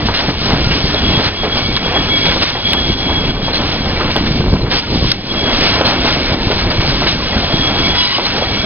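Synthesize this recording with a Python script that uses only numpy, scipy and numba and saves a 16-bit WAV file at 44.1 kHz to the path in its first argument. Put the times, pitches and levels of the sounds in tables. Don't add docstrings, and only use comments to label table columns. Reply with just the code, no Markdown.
import sys
import numpy as np
from scipy import signal
from scipy.fft import rfft, irfft, next_fast_len
from scipy.io import wavfile
from scipy.ndimage import uniform_filter1d
from numba import njit

SR = 44100
rng = np.random.default_rng(int(sys.argv[2]) if len(sys.argv) > 2 else 0)


def pcm_store(signal):
    levels = np.round(np.clip(np.atleast_2d(signal), -1, 1) * 32767)
    wavfile.write(sys.argv[1], SR, levels.astype(np.int16).T)


N = 381465


def undb(db):
    return 10 ** (np.asarray(db) / 20)


def unit(x):
    return x / np.sqrt(np.mean(x ** 2))


def smooth(x, samples):
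    return uniform_filter1d(uniform_filter1d(x, samples), samples)


def curves(table):
    times, *columns = np.transpose(table)
    return [np.interp(np.arange(N) / SR, times, column) for column in columns]


@njit
def svf(x, hz, width_hz):
    y, band, low = np.empty(len(x)), 0., 0.
    g, damping = np.tan(np.pi * hz / SR), width_hz / hz
    for i in range(len(x)):
        v = (band + g * (x[i] - low)) / (1 + g * (g + damping))
        band, low, y[i] = 2 * v - band, low + 2 * g * v, damping * v
    return y


def walk(rate_hz):
    hold = int(SR / rate_hz)
    steps = np.repeat(rng.standard_normal(N // hold + 1), hold)
    return 1.2 * smooth(steps, hold)[:N]


def turbulence(colour, grains_per_s, scatter_db, grain_db, flicker_db, flicker_hz):
    colour_hz, colour_db = np.transpose(colour)
    sizes = undb(scatter_db * np.minimum(rng.exponential(size=N), 5.5))
    grains = (rng.random(N) < grains_per_s / SR) * sizes * np.sign(rng.standard_normal(N))
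    grains = undb(grain_db) * unit(grains)
    out, shared = 0, walk(flicker_hz)
    octaves = np.log2(colour_hz[-1] / colour_hz[0])
    for f in colour_hz[0] * 2 ** np.arange(0, octaves, 1 / 3):
        band = svf(svf(rng.standard_normal(N) + grains, f, 0.5 * f), f, 0.5 * f)
        band_db = np.interp(np.log(f), np.log(colour_hz), colour_db)
        band_db = band_db + flicker_db * (shared + 0.72 * walk(1.5 * flicker_hz))
        out = out + undb(band_db) * band
    return unit(out)


def swells(rows, rise_s, fall_s, base_db):
    power, t = undb(base_db) ** 2 + np.zeros(N), np.arange(SR) / SR
    for start_s, length_s, db in rows:
        fall = np.exp(-np.clip(t - length_s, 0, 1) / fall_s)
        shape = np.clip(t / rise_s, 0, 1) * fall
        i = max(int(start_s * SR), 0)
        power[i:i + SR] += (undb(db) * shape[:N - i]) ** 2
    return np.sqrt(power)


def tone(hz, waver_hz, throb_db, rough):
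    phase = 2 * np.pi * np.cumsum(hz + waver_hz * walk(60)) / SR
    blur = rough * unit(smooth(rng.standard_normal((2, N)), 260))
    swing = undb(throb_db * walk(60)) + blur[0] + 1j * blur[1]
    return unit((swing * np.exp(1j * phase)).imag)


def ring_fade(t, t60_s, rise_s):
    return np.exp(-np.log(1000) * t / t60_s) * (1 - np.exp(-t / rise_s))


def bursts(table, rough, spread, glide):
    out = np.zeros(N)
    for start_s, length_s, hz, db in table:
        t = np.arange(int(length_s * SR)) / SR
        hiss = unit(svf(rng.standard_normal(SR // 4), float(hz), spread * hz))[-len(t):]
        note = np.sin(2 * np.pi * hz * t * (1 + glide * (t / length_s - 1) / 2))
        swell = np.sin(np.pi * (t / length_s) ** 0.69) ** 0.93
        i = int(start_s * SR)
        out[i:i + len(t)] += undb(db) * swell * (note + rough * hiss)
    return out


# start_s, level_db
WIND_LEVEL = [(0, -16.5), (.08, -17), (.19, -26), (.28, -19), (.65, -16.5), (1.17, -17.5), (1.3, -20),
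              (1.8, -19.5), (2.3, -18.5), (2.5, -21), (2.85, -18), (3.3, -16), (3.7, -21), (4.2, -17),
              (4.55, -13), (4.8, -25), (4.96, -13.5), (5.06, -16), (5.13, -18.5), (5.85, -20.5), (6.0, -19),
              (6.85, -18), (7.1, -19), (7.55, -20), (7.93, -17.5), (8.09, -29.5), (8.65, -17.5)]
# (per Hz, relative)
WIND_COLOUR = [(20, -1), (58, 0.8), (92, -1), (142, -3), (250, -4), (400, -14.5), (900, -25)]
# centre_s, level_db, pitch_hz, direction (push 1, pull -1)
THUMPS = [(.0305, -7, 200, 1), (0.0621, -6.7, 184, 1), (0.089, -6, 219, 1), (0.2876, -4, 191, 1),
          (0.5358, -1, 197, -1), (0.5603, -9, 125, -1), (0.603, -9, 118, 1), (0.6718, -3, 102, -1),
          (0.843, -4, 120, -1), (0.9404, -5.5, 188, 1), (1.139, -6, 184, 1), (1.1774, -3.5, 149, -1),
          (1.268, -10, 132, -1), (1.6927, -2.5, 206, 1), (2.2865, -6.5, 168, 1), (2.9028, -0.5, 233, -1),
          (3.0094, -11, 160, 1), (3.2559, -9, 121, 1), (3.2936, -7, 125, 1), (3.356, -4, 106, -1),
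          (3.433, -5, 180, -1), (3.8087, -7.5, 167, -1), (3.9803, -9, 110, 1), (4.1645, -9, 241, -1),
          (4.212, -2.5, 212, -1), (4.29, -9.1, 168, 1), (4.3142, -2.5, 132, -1), (4.4035, -2, 100, 1),
          (4.426, -8, 185, -1), (4.4513, -5, 189, 1), (4.507, -10, 107, 1), (4.5347, 4, 110, -1),
          (4.5425, -5, 220, 1), (4.5765, -6, 190, -1), (4.647, -7, 131, 1), (4.557, -6, 198, 1),
          (4.6352, -4.5, 205, -1), (4.6836, -9, 128, 1), (4.9594, -2, 262, -1), (4.9959, -8, 148, -1),
          (5.0295, -6, 117, 1), (5.0564, -5, 119, -1), (5.996, -8, 197, -1), (6.0501, -7, 248, -1),
          (6.1708, -9, 145, 1), (6.3226, -8, 116, -1), (6.348, -7.5, 195, 1), (6.4725, -2.5, 132, -1),
          (6.6613, -7.5, 86.5, -1), (6.795, -6, 83, 1), (6.8856, -7, 142, -1), (7.366, -4, 149, -1),
          (7.4454, -7.1, 178, 1), (7.5426, 1, 208, -1), (7.598, -6.5, 180, 1)]
THUMP_DB, THUMP_RISE_S, THUMP_HOLD_S, THUMP_FALL_S = -18, .015, .02, 0.022


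def wind_and_thumps():
    around = [(s - THUMP_RISE_S, THUMP_HOLD_S, db + THUMP_DB) for s, db, hz, way in THUMPS]
    gain = swells(around, THUMP_RISE_S, THUMP_FALL_S, curves(WIND_LEVEL)[0])
    out = gain * turbulence(WIND_COLOUR, 130, 1.6, 0.95, 1.3, 30)
    for centre_s, db, hz, way in THUMPS:
        u, i = np.pi * hz * np.arange(-1000, 1000) / SR, int(centre_s * SR)
        out[i - 1000:i + 1000] += np.sign(way) * undb(db) * (1 - 1.5 * u ** 2) * np.exp(-u ** 2)
    return out


# start_s, rolling_db, steam_db
TRAIN_LEVELS = [(0, -23, -21), (1.0, -24, -18.5), (2.0, -21, -20), (2.22, -23.5, -16), (2.4, -21.5, -18.5),
                (2.9, -25.5, -20), (4.1, -19.5, -20), (4.45, -34, -22), (4.64, -35, -26.5),
                (4.67, -18, -28), (4.72, -20, -18.5), (5.05, -37, -23.5), (5.36, -22, -21.5),
                (5.55, -20.5, -17.5), (5.75, -18, -18), (6.2, -22.5, -19), (6.6, -23.5, -20),
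                (7.3, -22.5, -20), (7.9, -22, -16.5), (8.1, -30.5, -17), (8.22, -23, -18.5),
                (8.65, -21.5, -18)]
# (per Hz, relative)
ROLLING_COLOUR = [(60, -9.5), (150, -7.5), (300, -4), (600, -4), (1000, -8.5), (1700, -12), (3000, -18)]
SHAKE_DB, SHAKE_RISE_S, SHAKE_HOLD_S, SHAKE_FALL_S = -15, 0.004, 0.012, 0.024


def rolling():
    shakes = [(s, SHAKE_HOLD_S, db + SHAKE_DB) for s, db, hz in KNOCKS]
    gain = swells(shakes, SHAKE_RISE_S, SHAKE_FALL_S, curves(TRAIN_LEVELS)[0])
    return gain * turbulence(ROLLING_COLOUR, 300, 2.6, -0.45, 2.5, 18)


# (per Hz, relative)
STEAM_COLOUR = [(700, -16), (1300, -6.5), (2200, -6), (3000, -0.5), (3700, 0.5), (4500, -1), (5200, -5),
                (6500, -12.5)]
# start_s, length_s, level_db
PUFFS = [(.05, 0.024, -14.5), (.14, 0.068, -16.5), (.44, 0.1, -20.5), (.71, 0.072, -17), (1.23, 0.041, -21),
         (1.56, 0.027, -16), (2.41, 0.096, -14), (2.67, 0.056, -22), (3.42, 0.026, -20), (3.54, 0.03, -15),
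         (4.1, 0.022, -17), (4.7, 0.1, -16.5), (5.6, 0.098, -15.5), (5.73, 0.021, -18), (5.85, 0.052, -17),
         (6.04, 0.12, -19), (6.88, 0.022, -18), (7.06, 0.084, -16.5), (8.24, 0.022, -23.5),
         (8.41, 0.059, -22)]
PUFF_RISE_S, PUFF_FALL_S = 0.0096, 0.011


def steam():
    gain = swells(PUFFS, PUFF_RISE_S, PUFF_FALL_S, curves(TRAIN_LEVELS)[1])
    return gain * turbulence(STEAM_COLOUR, 1200, 2.65, -0.61, 1.86, 14)


# start_s, pitch_hz, level_db
SQUEAL = [(0, 3324, -36), (.4, 3334, -40), (.75, 3325, -33), (.9, 3327, -29), (1.3, 3320, -27.5),
          (2.0, 3320, -26.5), (2.35, 3327, -30.5), (2.55, 3320, -22.5), (3.25, 3322, -25),
          (3.36, 3330, -27), (3.5, 3325, -30), (3.8, 3320, -29.5), (4.3, 3317, -41.5), (4.7, 3330, -37),
          (5.05, 3322, -33.5), (5.27, 3332, -32), (5.55, 3320, -27), (5.7, 3310, -29), (6.0, 3314, -30),
          (6.4, 3322, -36.5), (7.2, 3322, -32), (7.32, 3315, -32), (7.48, 3320, -31), (7.53, 3325, -23),
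          (7.75, 3320, -23), (7.98, 3360, -24), (8.05, 3312, -27), (8.25, 3315, -30), (8.36, 3318, -32),
          (8.65, 3344, -21)]
RIM_HZ = [3368, 2263, 4124, 4500]
# start_s, length_s, level_db
GRIPS = [(.92, 0.091, -23.5), (1.03, 0.068, -22), (1.135, 0.025, -18), (1.36, 0.054, -18),
         (1.505, 0.03, -15), (1.63, 0.041, -22), (1.74, 0.028, -20), (1.835, 0.02, -20),
         (1.935, 0.047, -16.5), (2.075, 0.1, -17), (2.2, 0.1, -18), (2.635, 0.07, -17.5),
         (2.74, 0.057, -21), (2.85, 0.057, -20), (3.055, 0.055, -19.5), (3.145, 0.036, -18.5),
         (3.27, 0.04, -26), (3.435, 0.036, -21.5), (3.545, 0.013, -24), (5.285, 0.027, -16.5),
         (5.345, 0.17, -20.5), (5.68, 0.022, -23), (5.74, .05, -27), (5.86, .02, -27), (7.3, 0.038, -23),
         (7.42, 0.028, -25), (7.515, 0.044, -23.5), (7.6, 0.09, -20), (7.66, .03, -22),
         (7.835, 0.07, -21.5), (7.975, 0.018, -14), (8.41, 0.021, -18), (8.52, 0.082, -28)]
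GRIP_RISE_S, GRIP_FALL_S = 0.02, 0.022
# start_s, length_s, level_db
LOW_RIM_SPELLS = [(1.5, 0.22, -33), (2.08, 0.22, -27), (2.65, 0.07, -34), (2.87, 0.036, -28),
                  (3.01, 0.15, -33), (3.92, 0.064, -27), (4.1, 0.29, -37), (5.4, 0.039, -34),
                  (5.62, 0.77, -35.5), (5.63, 0.038, -24), (5.715, 0.024, -31), (6.3, 0.048, -27.5),
                  (6.7, 0.18, -35), (7.81, 0.067, -24), (7.98, 0.13, -32), (8.46, 0.27, -29)]
SPELL_RISE_S, SPELL_FALL_S = 0.03, 0.019
LOW_RIM_DB, HIGH_RIM_DB = -38, -35


def squeal():
    main_hz, main_db = curves(SQUEAL)
    next_hz, low_hz, high_hz, top_hz = RIM_HZ
    main = tone(main_hz, 8., 1.5, .26) + undb(-8) * tone(next_hz, 22., 4., .3)
    low = tone(low_hz, 6., 2.6, 0.92) + undb(-3.5) * tone(low_hz, 70., 2.8, 1.0)
    high = tone(high_hz, 5., 3.9, 0.41) + undb(-3.0) * tone(top_hz, 14.0, 2.7, .8)
    main_gain = swells(GRIPS, GRIP_RISE_S, GRIP_FALL_S, main_db)
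    low_gain = swells(LOW_RIM_SPELLS, SPELL_RISE_S, SPELL_FALL_S, LOW_RIM_DB)
    return main_gain * main + low_gain * low + undb(HIGH_RIM_DB) * high


RATTLES_PER_S, RATTLE_LOW_HZ, RATTLE_OCTAVES = 45, 700, 2.9
RATTLE_DB, RATTLE_SCATTER_DB, RATTLE_RISE_S, RATTLE_T60_S = -24, 1.8, 0.0022, .09


def rattle():
    out, t = np.zeros(N + SR // 4), np.arange(SR // 4) / SR
    fade = ring_fade(t, RATTLE_T60_S, RATTLE_RISE_S)
    for when, pitch, size in rng.random((int(RATTLES_PER_S * N / SR), 3)):
        hz, i = RATTLE_LOW_HZ * 2 ** (RATTLE_OCTAVES * pitch), int(when * N)
        db = RATTLE_DB - RATTLE_SCATTER_DB * np.log(1 - .95 * size)
        out[i:i + len(t)] += undb(db) * fade * np.sin(2 * np.pi * hz * t)
    return out[:N]


# start_s, level_db, pitch_hz
KNOCKS = [(.0863, 0, 1000), (.096, -8, 900), (0.2847, -5, 330), (0.2886, -4, 450), (.942, -7.5, 553),
          (.9467, -4, 500), (1.1878, -6.5, 800), (1.19, -12, 1100), (1.1948, -5.5, 1000), (1.248, -6, 1840),
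          (1.434, -2.5, 700), (1.4445, -3.5, 400), (1.861, -5.5, 483), (1.962, -3.5, 1070), (2.36, -6, 623),
          (2.3712, -10, 500), (2.421, -6, 602), (2.5517, -4, 700), (2.5555, -6.5, 604), (3.092, -7, 844),
          (3.239, -8.5, 415), (3.4819, -3.5, 720), (3.4875, -10, 900), (4.003, -5.5, 740),
          (4.1592, -1.5, 800), (4.165, -5, 420), (4.174, -4.5, 447), (4.5537, -7, 716), (5.024, -5.5, 400),
          (5.1172, -10, 1100), (5.1205, -9, 1500), (5.414, -9.5, 400), (5.528, -13, 600),
          (5.8098, 1.5, 486), (5.817, 1.5, 480), (5.928, -8, 680), (6.0462, -3, 500), (6.0499, -12, 380),
          (6.332, -9, 596), (6.5025, -0.5, 396), (6.7062, -9, 2100), (6.83, -10, 750), (7.0203, -2.5, 800),
          (7.027, -5, 550), (7.04, -8.5, 348), (7.064, -5.5, 330), (7.435, -7.5, 605), (8.1846, 0, 654),
          (8.1965, -12, 750), (8.2025, -10, 650), (8.423, -5, 520)]
KNOCK_RISE_CYCLES, KNOCK_FALL_CYCLES, KNOCK_LAG_CYCLES = .28, .65, 0.22
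KNOCK_RING_DB, KNOCK_RING_S, KNOCK_RING_WIDTH = -16, .012, .5


def knocks():
    out, t = np.zeros(N), np.arange(-400, 2600) / SR
    for start_s, db, hz in KNOCKS:
        u = hz * t - KNOCK_LAG_CYCLES
        rise, fall = np.exp(-(u / KNOCK_RISE_CYCLES) ** 2), np.exp(-u / KNOCK_FALL_CYCLES)
        pulse = np.where(u < 0, rise, fall) * np.cos(2 * np.pi * hz * t)
        ring = unit(svf(rng.standard_normal(len(t)), float(hz), KNOCK_RING_WIDTH * hz))
        ring = ring * np.clip(u - 1, 0, 1) * np.exp(-t / KNOCK_RING_S)
        i = int(start_s * SR)
        out[i - 400:i + 2600] -= undb(db) * (pulse + undb(KNOCK_RING_DB) * ring)
    return out


# start_s, length_s, pitch_hz, level_db
CHIRPS = [(.135, 0.055, 4150, -18), (1.235, 0.049, 4160, -21), (1.755, .035, 3674, -26),
          (3.529, .009, 4130, -15), (3.543, 0.0093, 4170, -14), (3.559, .01, 4230, -9),
          (3.568, .02, 4230, -14), (4.775, .035, 4820, -14), (5.847, 0.038, 4220, -13),
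          (6.7, .02, 4700, -15), (7.072, .03, 3890, -13.5), (8.005, .045, 2880, -18.5),
          (8.08, .035, 2040, -22), (8.105, .085, 1100, -22), (8.135, .03, 2980, -13.5),
          (8.25, 0.024, 4150, -12)]


def chirps():
    return bursts(CHIRPS, rough=.4, spread=0.041, glide=.045)


# start_s, level_db, pitch_hz
CLINKS = [(0.1376, -9.5, 2800), (0.7063, -10, 2770), (1.2341, -23, 3340), (1.5494, -15, 3370),
          (1.7644, -11.5, 3310), (2.2508, -8.5, 3360), (2.4189, -11, 3310), (2.4894, -16, 3450),
          (2.7312, -16, 3270), (3.5319, -12, 4280), (4.1599, -13, 3310), (4.2594, -12, 3120),
          (4.7102, -7.5, 3150), (5.6194, -15, 3410), (6.0694, -8.5, 3360), (6.5094, -10, 3280),
          (6.5864, -11, 4100), (6.7052, -11.5, 3760), (6.7994, -10, 3460), (7.0643, -8, 3050),
          (7.6809, -28, 3340), (7.7827, -15, 3340), (7.9473, -11, 3350), (8.2556, -11, 4150)]
CLINK_T60_S, CLINK_RISE_S = 0.086, 0.01
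CLINK_RING_DB, CLINK_CRACK_DB = -1.5, 5.0


def clinks():
    out, t = np.zeros(N), np.arange(SR // 4) / SR
    fade = ring_fade(t, CLINK_T60_S, CLINK_RISE_S)
    for start_s, db, hz in CLINKS:
        noise = rng.standard_normal(len(t))
        ring = np.sin(2 * np.pi * hz * t) + .5 * unit(svf(noise, float(hz), 1.3 * hz))
        crack = unit(svf(noise, 1600.0, 3800.0))
        blow = fade * (undb(CLINK_RING_DB) * ring + undb(CLINK_CRACK_DB) * crack)
        i = int(start_s * SR)
        out[i:i + len(t)] += undb(db) * blow[:N - i]
    return out


# start_s, depth_db, length_s
DIPS = [(0.307, 4, 0.11), (1.289, 4.5, 0.16), (1.45, 2.5, 0.1), (1.778, 4, 0.066), (2.44, 5.5, 0.23),
        (2.942, 4.5, 0.046), (3.309, 4.5, 0.17), (4.543, 3, 0.076), (4.795, 2.5, 0.15), (5.119, 6.5, 0.24),
        (5.815, 8.5, 0.037), (6.348, 4.5, 0.07), (8.184, 4.5, 0.053)]
DIP_FALL_S, DIP_CURVE = 0.0051, 3.1


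def dips():
    t, drop_db = np.arange(N) / SR, np.zeros(N)
    for start_s, depth_db, length_s in DIPS:
        fall = np.clip((t - start_s) / DIP_FALL_S, 0, 1)
        drop_db += depth_db * fall * (1 - np.clip((t - start_s) / length_s, 0, 1) ** DIP_CURVE)
    return undb(-drop_db)


# start_s, length_s, pitch_hz, level_db
SNAPS = [(.9452, 0.0013, 3900, -1), (1.7648, 0.002, 3940, -5), (2.7321, .0015, 3040, 0),
         (2.7342, 0.00139, 3850, 0), (3.5565, 0.0025, 4000, -7), (4.1636, 0.002, 3490, -6),
         (5.1158, 0.0012, 5130, 6), (5.1174, 0.0016, 4500, 4), (5.1195, .003, 3800, -8)]


def snaps():
    return bursts(SNAPS, rough=.7, spread=0.78, glide=0.14)


# start_s, slip_rate_hz, level_db
SQUEAK = [(7.93, 945, -50), (7.95, 950, -27), (7.968, 965, -33), (7.982, 995, -26), (8.055, 988, -26),
          (8.068, 978, -30), (8.12, 978, -28), (8.165, 975, -29), (8.19, 965, -45)]
SQUEAK_PARTIALS_DB = [-4, -4, 2, 4, 4]


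def squeak():
    slip_hz, db = curves(SQUEAK)
    out = np.zeros(N)
    for k, partial_db in enumerate(SQUEAK_PARTIALS_DB, start=1):
        out += undb(partial_db) * tone(k * slip_hz, waver_hz=5. * k, throb_db=2.5, rough=.3)
    return undb(db) * out


LEFT_LAG_S = 1 / 12000


def scene():
    mono = wind_and_thumps() + rolling() + steam() + squeal() + rattle()
    mono = mono + knocks() + chirps() + clinks() + snaps() + squeak()
    mono = mono * dips()
    size = next_fast_len(N + 99)
    lag = np.exp(-2j * np.pi * np.fft.rfftfreq(size, 1 / SR) * LEFT_LAG_S)
    left = irfft(rfft(mono, size) * lag, size)[:N]
    return np.array([left, mono])


TOP_HZ = 5690


def record(dry):
    rounded = dry / (1 + np.abs(dry) ** 4.5) ** (1 / 5.34)
    top_cut = signal.ellip(16, .2, 80, TOP_HZ, fs=SR, output="sos")
    return signal.sosfilt(top_cut, rounded)


dry = scene()
out = record(dry)
pcm_store(out)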